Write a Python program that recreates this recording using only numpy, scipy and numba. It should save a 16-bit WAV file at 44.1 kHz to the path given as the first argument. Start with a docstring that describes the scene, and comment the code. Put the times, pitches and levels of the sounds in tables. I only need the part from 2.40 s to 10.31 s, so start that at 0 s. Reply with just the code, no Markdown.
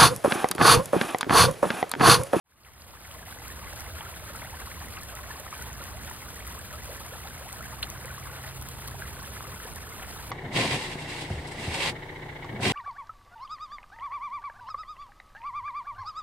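"""Icy garden fountain with far traffic

Thin streams fall from the icy rim of a tiered fountain, a few steps from a phone and a little to its right.
Noise and short damped tones make the spray, fizz, small high bubbles and larger, mostly rising bubbles. The
stone bowls echo them as a brief, dull scatter of noise. Far traffic is low filtered noise; one engine, a slowly
climbing tone, drones for a while. The sound fades in over the first second."""
import sys
import numpy as np
from scipy import signal
from scipy.fft import rfft, irfft, next_fast_len
from scipy.io import wavfile
from numba import njit

SR = 44100
rng = np.random.default_rng(int(sys.argv[2]) if len(sys.argv) > 2 else 0)


def unload_wav(signal):
    """Save mono or channel-first audio to the path in sys.argv[1] as 16-bit WAV at rate SR, clipped to [-1, 1]."""
    wavfile.write(
        sys.argv[1],
        SR,
        np.round(np.clip(np.atleast_2d(signal).T, -1, 1) * 32767).astype(np.int16),
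    )


N = 348732
TIME = np.arange(N) / SR  # s

# The fall of water. Each row: time in seconds, gurgle level in dB.
GURGLE_LEVEL = [(1, -46.5), (2.2, -47), (3.1, -46.5), (3.8, -48), (4.8, -47.5), (5.7, -46.5), (6.2, -47),
                (7.9, -47)]
# Filter for the gurgle in the basins. Each row: frequency in Hz, gain in dB.
GURGLE_SPECTRUM = [(150, -22), (300, -8), (500, -2.5), (900, -.7), (1500, 0), (2000, -2.3), (2600, -7),
                   (3500, -12), (4500, -14.5), (5300, -38), (9000, -48)]
# Filter for the sharp spray. Each row: frequency in Hz, gain in dB.
SPRAY_SPECTRUM = [(400, -14), (1500, -5), (2800, -2), (4200, -1), (7000, -1), (8500, .7), (10500, -.8),
                  (13000, -3.2), (15800, -5)]
# Filter for mist heard from all round. Each row: frequency in Hz, gain in dB.
MIST_AROUND_SPECTRUM = [(400, 34), (3000, 35.5), (4500, 26.5), (5600, -26), (15000, -6)]
# The far road. 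Each row: time in seconds, rumble level in dB.
ROAD_LEVEL = [(1, -45.5), (3.6, -44), (4.6, -45), (5.65, -44), (6.8, -45), (7.9, -44.5)]
# Filter for the road rumble. Each row: frequency in Hz, gain in dB.
ROAD_SPECTRUM = [(22, -19), (40, -15), (54, 2), (70, 4.5), (86, 0.5), (162, -8), (250, -12.5), (400, -19),
                 (1500, -20), (4000, -88)]
# Filter for light air at the microphones. Each row: frequency in Hz, gain in dB.
AIR_SPECTRUM = [(25, -16), (55, 0.5), (85, 2.0), (140, -31.0), (400, -14.5), (2000, -104)]
# The loudest single bubbles. Each row: start in seconds, peak level in dB, starting pitch in Hz,
# ring length in cycles of that pitch, pitch rise per ring length as a share (it levels off at 3/4).
LOUD_BUBBLES = [(0.121, -34, 1500, 9.8, .25), (0.248, -34, 2000, 17, 1.3), (0.42, -32, 4070, 17, 0.76),
                (0.713, -30, 2720, 5.9, .25), (0.87, -42, 660, 15, .4), (0.924, -35, 1430, 10, 0.21),
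                (0.998, -43, 750, 10, 0.18), (1.226, -41.5, 840, 22, 0.62), (1.27, -40, 2000, 33, .15),
                (1.333, -42, 740, 16, .4), (1.607, -34, 780, 6.8, 0.28), (1.608, -31, 2880, 12, 0.32),
                (1.66, -38, 1250, 33, 0.4), (1.738, -39, 2020, 15, 0.79), (1.82, -43, 563, 13, 0.18),
                (1.9, -41, 520, 10, .3), (1.949, -37, 1180, 14, 0.46), (2.019, -40, 1900, 29, 0.44),
                (2.125, -41.5, 832, 50.5, .6), (2.269, -39, 980, 28, 0.43), (2.316, -32.5, 2020, 9.1, .25),
                (2.569, -33.5, 2570, 15, .25), (2.74, -38.5, 1220, 20, .15), (2.77, -36, 1490, 15, 1.1),
                (2.902, -35.5, 895, 15, 0.49), (2.907, -36, 1742, 33, .05), (2.998, -40, 547, 14, 0.27),
                (3.065, -31.5, 970, 6.4, 0.94), (3.126, -34.5, 1110, 15, 0.28),
                (3.139, -38, 1429, 15, 0.97), (3.215, -40.5, 1390, 29, .2), (3.402, -40.5, 524, 8.8, .2),
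                (3.408, -37, 1363, 30, .05), (3.676, -40, 3100, 9, .05), (3.712, -35.5, 1850, 15, .05),
                (3.711, -35, 895, 9.4, 0.18), (4.33, -45, 573, 48, 0.27), (4.336, -38, 1190, 26, 0.27),
                (4.49, -38.5, 418, 15, 1.3), (4.526, -41, 456, 8.1, 0.18), (4.722, -39.5, 416, 13, 1.25),
                (4.85, -41, 676, 27, 0.85), (4.874, -31.5, 3580, 8.1, 0.18), (5.004, -43, 458, 29, 1),
                (5.051, -42, 611, 47, 1.5), (5.129, -39, 3950, 15, 0.56), (5.206, -35, 1205, 26, 0.64),
                (5.327, -40.5, 871, 38, .05), (5.4278, -22.5, 2390, 6.4, 0.35),
                (5.429, -22, 2890, 16, 0.97), (5.4305, -22, 4150, 24, 0.024),
                (5.434, -30.5, 3300, 23, 0.27), (5.646, -40, 480, 11, 0.24), (5.702, -37, 1450, 42, 0.064),
                (5.778, -35.5, 1061, 16, .25), (5.868, -39.5, 990, 27, 0.57), (6.428, -47, 1020, 21, 0.44),
                (6.483, -36, 1025, 12, .4), (6.538, -39, 483, 17.4, 2.04), (6.621, -28.5, 1577, 13.5, 0.05),
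                (6.775, -41, 480, 6.3, 0.17), (6.822, -39, 990, 12, 0.44), (6.966, -37.5, 1220, 16, 1.9),
                (7.007, -26, 1120, 3.1, 0.05), (7.12, -40, 990, 22, .6), (7.251, -39.5, 457, 8.2, 0.17),
                (7.269, -43, 880, 29, 0.56), (7.365, -37, 1770, 18, .05), (7.521, -41, 2070, 47, .05),
                (7.617, -41, 1300, 22, .3), (7.797, -39, 890, 17, .2)]
# Further high bubbles, with a common ring length and rise. Each row: start in seconds, peak level in dB,
# starting pitch in Hz.
LOUD_HIGH_BUBBLES = [(0.987, -40, 6400), (1.3975, -33, 5730), (1.96, -28.5, 8600), (3.152, -38, 6250),
                     (3.225, -34, 5800), (3.33, -32, 6400), (3.6355, -36, 6130), (3.648, -32, 6800),
                     (3.89, -36, 5650), (3.9457, -34, 6750), (4.0935, -39, 5650), (4.1915, -28, 8150),
                     (4.491, -42, 4760), (4.6827, -41, 6550), (5.1283, -24.5, 8040), (5.501, -27, 5900),
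                     (6.021, -46, 5700), (6.8285, -30.5, 9250), (7.3135, -42, 4900), (7.336, -29.5, 9150)]
# The hardest drops on ice and stone. Each row: start in seconds, relative level in dB.
LOUD_SLAPS = [(1.081, -29), (1.4056, -27.5), (2.485, -34), (2.6125, -37), (2.6334, -30.5), (2.752, -27),
              (3.223, -27), (3.439, -29), (3.699, -29), (3.714, -33), (4.0682, -30), (4.076, -31.5),
              (4.251, -37), (4.4575, -32), (4.567, -32), (5.054, -38), (5.1275, -30), (5.226, -34),
              (5.4277, -27.5), (5.501, -28.5), (5.657, -30), (6.213, -32), (6.224, -29), (6.2872, -26),
              (6.4764, -23), (6.483, -32), (7.247, -33), (7.3593, -27.5)]
# Filter for the slaps. Each row: frequency in Hz, gain in dB.
SLAP_SPECTRUM = [(1000, -30), (3000, -1), (5000, 4), (9000, 10), (15000, 4)]
# Thick gulps of water. Each row: start in seconds, peak level of the first bubbles in dB,
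# middle pitch in Hz, half the length in seconds.
GULPS = [(1.605, -37.5, 1490, .018), (2.015, -38.5, 1205, 0.026), (2.568, -37.5, 1800, 0.028),
         (3.125, -38, 1750, 0.019), (3.405, -38.5, 1580, 0.036), (3.674, -39.5, 1880, 0.011),
         (4.302, -39, 1260, 0.029), (5.431, -32.5, 2590, .008), (5.64, -39.5, 1720, 0.044),
         (5.958, -39, 1920, .02), (6.075, -37.5, 2500, .022), (6.476, -38, 4330, .005),
         (7.235, -41.5, 1460, 0.026), (7.622, -36, 1580, .018)]
# Filter for the passing tyres. Each row: frequency in Hz, gain in dB.
TYRE_SPECTRUM = [(110, -30), (170, -3), (205, 0), (240, -7), (300, -14), (410, -5), (600, -22), (2000, -90)]

PORT_LAG_S = 8.05e-5  # from the fountain, sound reaches the left port this much after the right
SPRAY_SPREAD = .04  # scatter of that lag in the spray, as a share
SURGE_DB, SURGES_PER_S = 0.2, 14  # small surges of the streams
SWELL_DB, SWELLS_PER_S = 0.73, 9  # swells of the road
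SPRAY_DB, SLAP_GAIN_DB, ECHO_DB = -45.8, -3.5, -15  # the echo gain is before its treble is dulled
HIGH_BUBBLE_CYCLES, HIGH_BUBBLE_RISE = 13, .1  # ring length; rise per ring length as a share
ENGINE_HZ, ENGINE_DB = 131.6, -48.5  # mean firing rate and level when nearest
NEAREST_S, PASSING_S = 6.15, 0.67  # moment it is nearest; time from there to fall 3 dB
CLIMB_HZ_PER_S = 2.6
ASTERN_S, ASTERN_WIDTH_S = 6.65, .5  # moment the rasp is loudest; time from there to fall 3 dB
TOP_HZ = 15720  # steep upper limit of the sound


def undb(db):
    """Decibels to gain."""
    return 10 ** (np.asarray(db) / 20)


def unit(x):
    """Scale to rms 1."""
    return x / np.sqrt(np.mean(x ** 2))


def colour(x, spectrum):
    """Filter by a (Hz, dB) spectrum; the result has rms 1."""
    size = next_fast_len(N)
    hz, db = np.transpose(spectrum)
    bin_hz = np.maximum(np.arange(size // 2 + 1) * SR / size, 1)
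    gain = undb(np.interp(np.log(bin_hz), np.log(hz), db))
    return unit(irfft(rfft(x, size) * gain, size)[..., :N])


def walk(rate):
    """Slow chance: random values, so many a second, joined by straight lines; spread near 1."""
    return 1.2 * np.interp(TIME * rate, np.arange(1000), rng.standard_normal(1000))


@njit
def rings(start, size, hz, cycles, rise, lag):
    """Damped tones that swell quickly and glide up until they level off; each reaches the left port a lag later."""
    out = np.zeros((2, N))
    for k in range(len(start)):
        life = cycles[k] / hz[k]
        for port in range(2):
            born = start[k] + lag[k] * (1 - port)
            first = max(int(born * SR) + 1, 0)
            last = min(int((born + 1.6 * life) * SR), N)
            for i in range(first, last):
                age = (i / SR - born) / life
                swell = 2.6 * (np.exp(-3.5 * age) - np.exp(-11 * age))  # peaks near 1
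                climb = age * age / 2 if age < .75 else .75 * (age - .375)
                phase = 2 * np.pi * cycles[k] * (age + rise[k] * climb)
                out[port, i] += size[k] * swell * np.sin(phase)
    return out


def shower(splashes, low_hz, high_hz, cycles, rise, scatter_db, after_s, spread, count):
    """Bubbles born just after splashes: random in pitch, ring and direction, a few much louder than the rest."""
    pick, pitch, wait, loud, ring, glide, place, sign = rng.random((count, 8)).T
    when, strength = splashes[(pick * len(splashes)).astype(int)].T
    start = when - after_s * np.log(1 - wait)
    hz = low_hz * (high_hz / low_hz) ** pitch
    big = np.minimum(-np.log(1 - loud), 4)
    # small bubbles die sooner, so they must be stronger to carry the same power per Hz
    size = strength * undb(scatter_db * big) * hz / high_hz * np.sign(sign - .5)
    ring_cycles = cycles * 2 ** (2 * ring - 1)
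    lag = PORT_LAG_S * (1 + spread * (2 * place - 1))
    return rings(start, size, hz, ring_cycles, 2 * rise * glide, lag)


def wash(diffuse_db=-1):
    """The churning water's blurred murmur: noise partly from the fountain and partly from all round."""
    return unit(rng.standard_normal(N) + undb(diffuse_db) * rng.standard_normal((2, N)))


def mist(diffuse_db=-7):
    """Countless tiny droplets merge into an even hiss: most straight from the fountain, some from all round."""
    hiss = rfft(rng.standard_normal(N))
    late = np.exp(-2j * np.pi * np.arange(len(hiss)) * SR / N * PORT_LAG_S)
    around = colour(rng.standard_normal((2, N)), MIST_AROUND_SPECTRUM)
    return unit(irfft([hiss * late, hiss], N)) + undb(diffuse_db) * around


def puffs(splashes, decay_s=0.012, steady=0.22):
    """Loudness of the mist: each splash throws up a puff whose power starts at once and dies away."""
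    when, strength = splashes.T
    power = np.bincount((when * SR).astype(int), strength ** 2, N)[:N]
    power = signal.lfilter([1], [1, -np.exp(-1 / (decay_s * SR))], power)
    return unit(np.sqrt(power / power.mean() + steady))


def falling_water(uneven_db=1.0, mist_db=8.0, spatter_db=-4, glug_db=-4, wash_db=-10.0, count=2000):
    """The streams break into splashes of uneven strength; these feed gurgle, fizz, spatter and mist."""
    when = rng.random(count) * N / SR
    strength = undb(uneven_db * np.clip(rng.standard_normal(count), -2, 2))
    splashes = np.column_stack([when, strength])
    plash = shower(splashes, 260.2, 3970, cycles=8.5, rise=0.4, scatter_db=1.0,
                   after_s=.012, spread=1.34, count=10000)
    # bubbles that climb to the surface ring longer and sweep up in pitch
    glugs = shower(splashes, 379.3, 2123, cycles=15.4, rise=0.225, scatter_db=1.1,
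                   after_s=.02, spread=0.82, count=900)
    fizz = shower(splashes, 2000, 15000, cycles=14, rise=.1, scatter_db=3.2,
                  after_s=.008, spread=SPRAY_SPREAD, count=20000)
    spatter = shower(splashes, 5500, 16000, cycles=2.6, rise=.3, scatter_db=3.5,
                     after_s=.002, spread=SPRAY_SPREAD, count=12000)
    gurgle = colour(unit(plash) + undb(glug_db) * unit(glugs), GURGLE_SPECTRUM)
    gurgle = gurgle + undb(wash_db) * colour(wash(), GURGLE_SPECTRUM)
    droplets = unit(fizz) + undb(spatter_db) * unit(spatter)
    spray = colour(droplets + undb(mist_db) * mist() * puffs(splashes), SPRAY_SPECTRUM)
    gurgle_db = np.interp(TIME, *np.transpose(GURGLE_LEVEL)) + SURGE_DB * walk(SURGES_PER_S)
    return gurgle * undb(gurgle_db) + spray * undb(SPRAY_DB)


def basins(x, decay_s=0.0065, build_s=0.0086, dull_hz=3800):
    """Bowls, rim and paving send back a faint, short, duller scatter from all sides."""
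    t = np.arange(SR // 4) / SR
    envelope = np.exp(-t / decay_s) * (1 - np.exp(-t / build_s))
    scatter = rng.standard_normal((2, len(t))) * envelope
    scatter = scatter / np.linalg.norm(scatter[0])
    scatter = signal.sosfilt(signal.butter(2, dull_hz, fs=SR, output="sos"), scatter)
    return x + undb(ECHO_DB) * signal.fftconvolve(x, scatter, axes=1)[:, :N]


def traffic(air_db=-7):
    """A far road rumbles alike in both ports, with quick swells; light air stirs each port on its own."""
    road = colour(rng.standard_normal(N), ROAD_SPECTRUM)
    air = colour(rng.standard_normal((2, N)), AIR_SPECTRUM)
    level_db = np.interp(TIME, *np.transpose(ROAD_LEVEL)) + SWELL_DB * walk(SWELLS_PER_S)
    return (road + undb(air_db) * air) * undb(level_db)


def bubbles(rows):
    """Single trapped bubbles, each a damped tone; rows as in LOUD_BUBBLES."""
    s, db, hz, cycles, rise = np.array(rows, float).T.copy()
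    return rings(s, undb(db), hz, cycles, rise, np.full(len(s), PORT_LAG_S))


def stray_bubbles(peak_db=-44.5, scatter_db=2, centre_hz=1250, octaves=0.75, cycles=15, rise=0.344, count=64):
    """Fat drops trap lone bubbles all the time, of any size and most of them rising; rows as in LOUD_BUBBLES."""
    when, loud, small, large, ring, glide = rng.uniform(-1, 1, (count, 6)).T
    s = (np.arange(count) + .5 + when) / count * N / SR
    hz = centre_hz * 2 ** (octaves * (small + large))
    return np.column_stack([s, peak_db + scatter_db * loud, hz, cycles * 2 ** ring, rise * (1 + glide)])


def high_bubbles(rows):
    """Small high bubbles ring for a couple of milliseconds, barely rising in pitch; rows as in
    LOUD_HIGH_BUBBLES."""
    return bubbles([(s, db, hz, HIGH_BUBBLE_CYCLES, HIGH_BUBBLE_RISE) for s, db, hz in rows])


def stray_high_bubbles(peak_db=-40.5, scatter_db=3.5, low_hz=3800, high_hz=10500, count=170):
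    """Fainter high bubbles ring all the time, half buried in the spray; rows as in LOUD_HIGH_BUBBLES."""
    when, loud, pitch = rng.random((count, 3)).T
    db = peak_db + scatter_db * (2 * loud - 1)
    return np.column_stack([when * N / SR, db, low_hz * (high_hz / low_hz) ** pitch])


def slaps(rows, crack_s=0.0009, patter_s=0.005):
    """A drop hits a hard surface with a broad crack, then its droplets patter down for a few milliseconds."""
    s, db = np.transpose(rows)
    hits = np.bincount((s * SR).astype(int), undb(db + SLAP_GAIN_DB), N)[:N]
    t = np.arange(SR // 20) / SR
    fading = np.exp(-t / crack_s) + .3 * np.exp(-t / patter_s)
    return colour(mist(), SLAP_SPECTRUM) * signal.fftconvolve(hits, fading)[:N]


def stray_slaps(peak_db=-37, scatter_db=4, count=18):
    """Lighter drops land on the ice at any moment; rows as in LOUD_SLAPS."""
    when, loud = rng.random((count, 2)).T
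    return np.column_stack([when * N / SR, peak_db + scatter_db * (2 * loud - 1)])


def gulp_bubbles(rows, octaves=0.664, fall_db=5, cycles=8, rise=0.53, count=12):
    """A gulp of water breaks into a clump of bubbles, the late ones weaker; rows out as in LOUD_BUBBLES."""
    s, db, middle_hz, half_length = np.repeat(rows, count, axis=0).T
    when, small, large, ring, glide = rng.random((len(s), 5)).T
    late = (np.arange(len(s)) % count + when) / count
    start = s + half_length * late * (1 + late)  # they thin out towards the end
    hz = middle_hz * 2 ** (2 * octaves * (small - large))
    return np.column_stack([start, db - fall_db * late, hz, cycles * 2 ** (2 * ring - 1), 2 * rise * glide])


def engine(waver=0.00198, throb_db=0.6, wavers_per_s=6, third_db=-62.5, tyres_db=-56, tyres_s=0.37):
    """A distant exhaust drones on one slowly climbing note, loudest when nearest; rasp and tyres follow."""
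    hz = (ENGINE_HZ + CLIMB_HZ_PER_S * (TIME - NEAREST_S)) * (1 + waver * walk(wavers_per_s))
    phase = 2 * np.pi * np.cumsum(hz) / SR
    nearness = 1 / np.hypot(1, ((TIME - NEAREST_S) / PASSING_S) ** 2)
    astern = 1 / np.hypot(1, ((TIME - ASTERN_S) / ASTERN_WIDTH_S) ** 2)
    drone = unit(np.sin(phase)) * nearness * undb(ENGINE_DB + throb_db * walk(wavers_per_s))
    rasp = unit(np.sin(3 * phase)) * astern * undb(third_db)  # third harmonic
    # the tyres come up until ASTERN_S and then stay
    tyres_in = np.clip((TIME - ASTERN_S) / tyres_s + 1, 0, 1)
    tyres = colour(rng.standard_normal(N), TYRE_SPECTRUM) * tyres_in * undb(tyres_db)
    return drone + rasp + tyres


def scene():
    """The fountain stands a few steps off, a little to the right; the road is far off."""
    plips = bubbles(np.vstack([LOUD_BUBBLES, gulp_bubbles(GULPS), stray_bubbles()]))
    high_plips = high_bubbles(np.vstack([LOUD_HIGH_BUBBLES, stray_high_bubbles()]))
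    hits = slaps(np.vstack([LOUD_SLAPS, stray_slaps()]))
    fountain = basins(falling_water() + plips + high_plips + hits)
    port_gain = undb([[-.7], [.6]])  # left, right
    return fountain + (traffic() + engine()) * port_gain


def record(dry):
    """A straight fade-in and a steep cut of the top."""
    fade = np.clip((TIME - .04) / .98, 0, 1)
    top_cut = signal.ellip(10, .05, 60, TOP_HZ, fs=SR, output="sos")
    return signal.sosfiltfilt(top_cut, dry * fade)


dry = scene()
out = record(dry)
unload_wav(out)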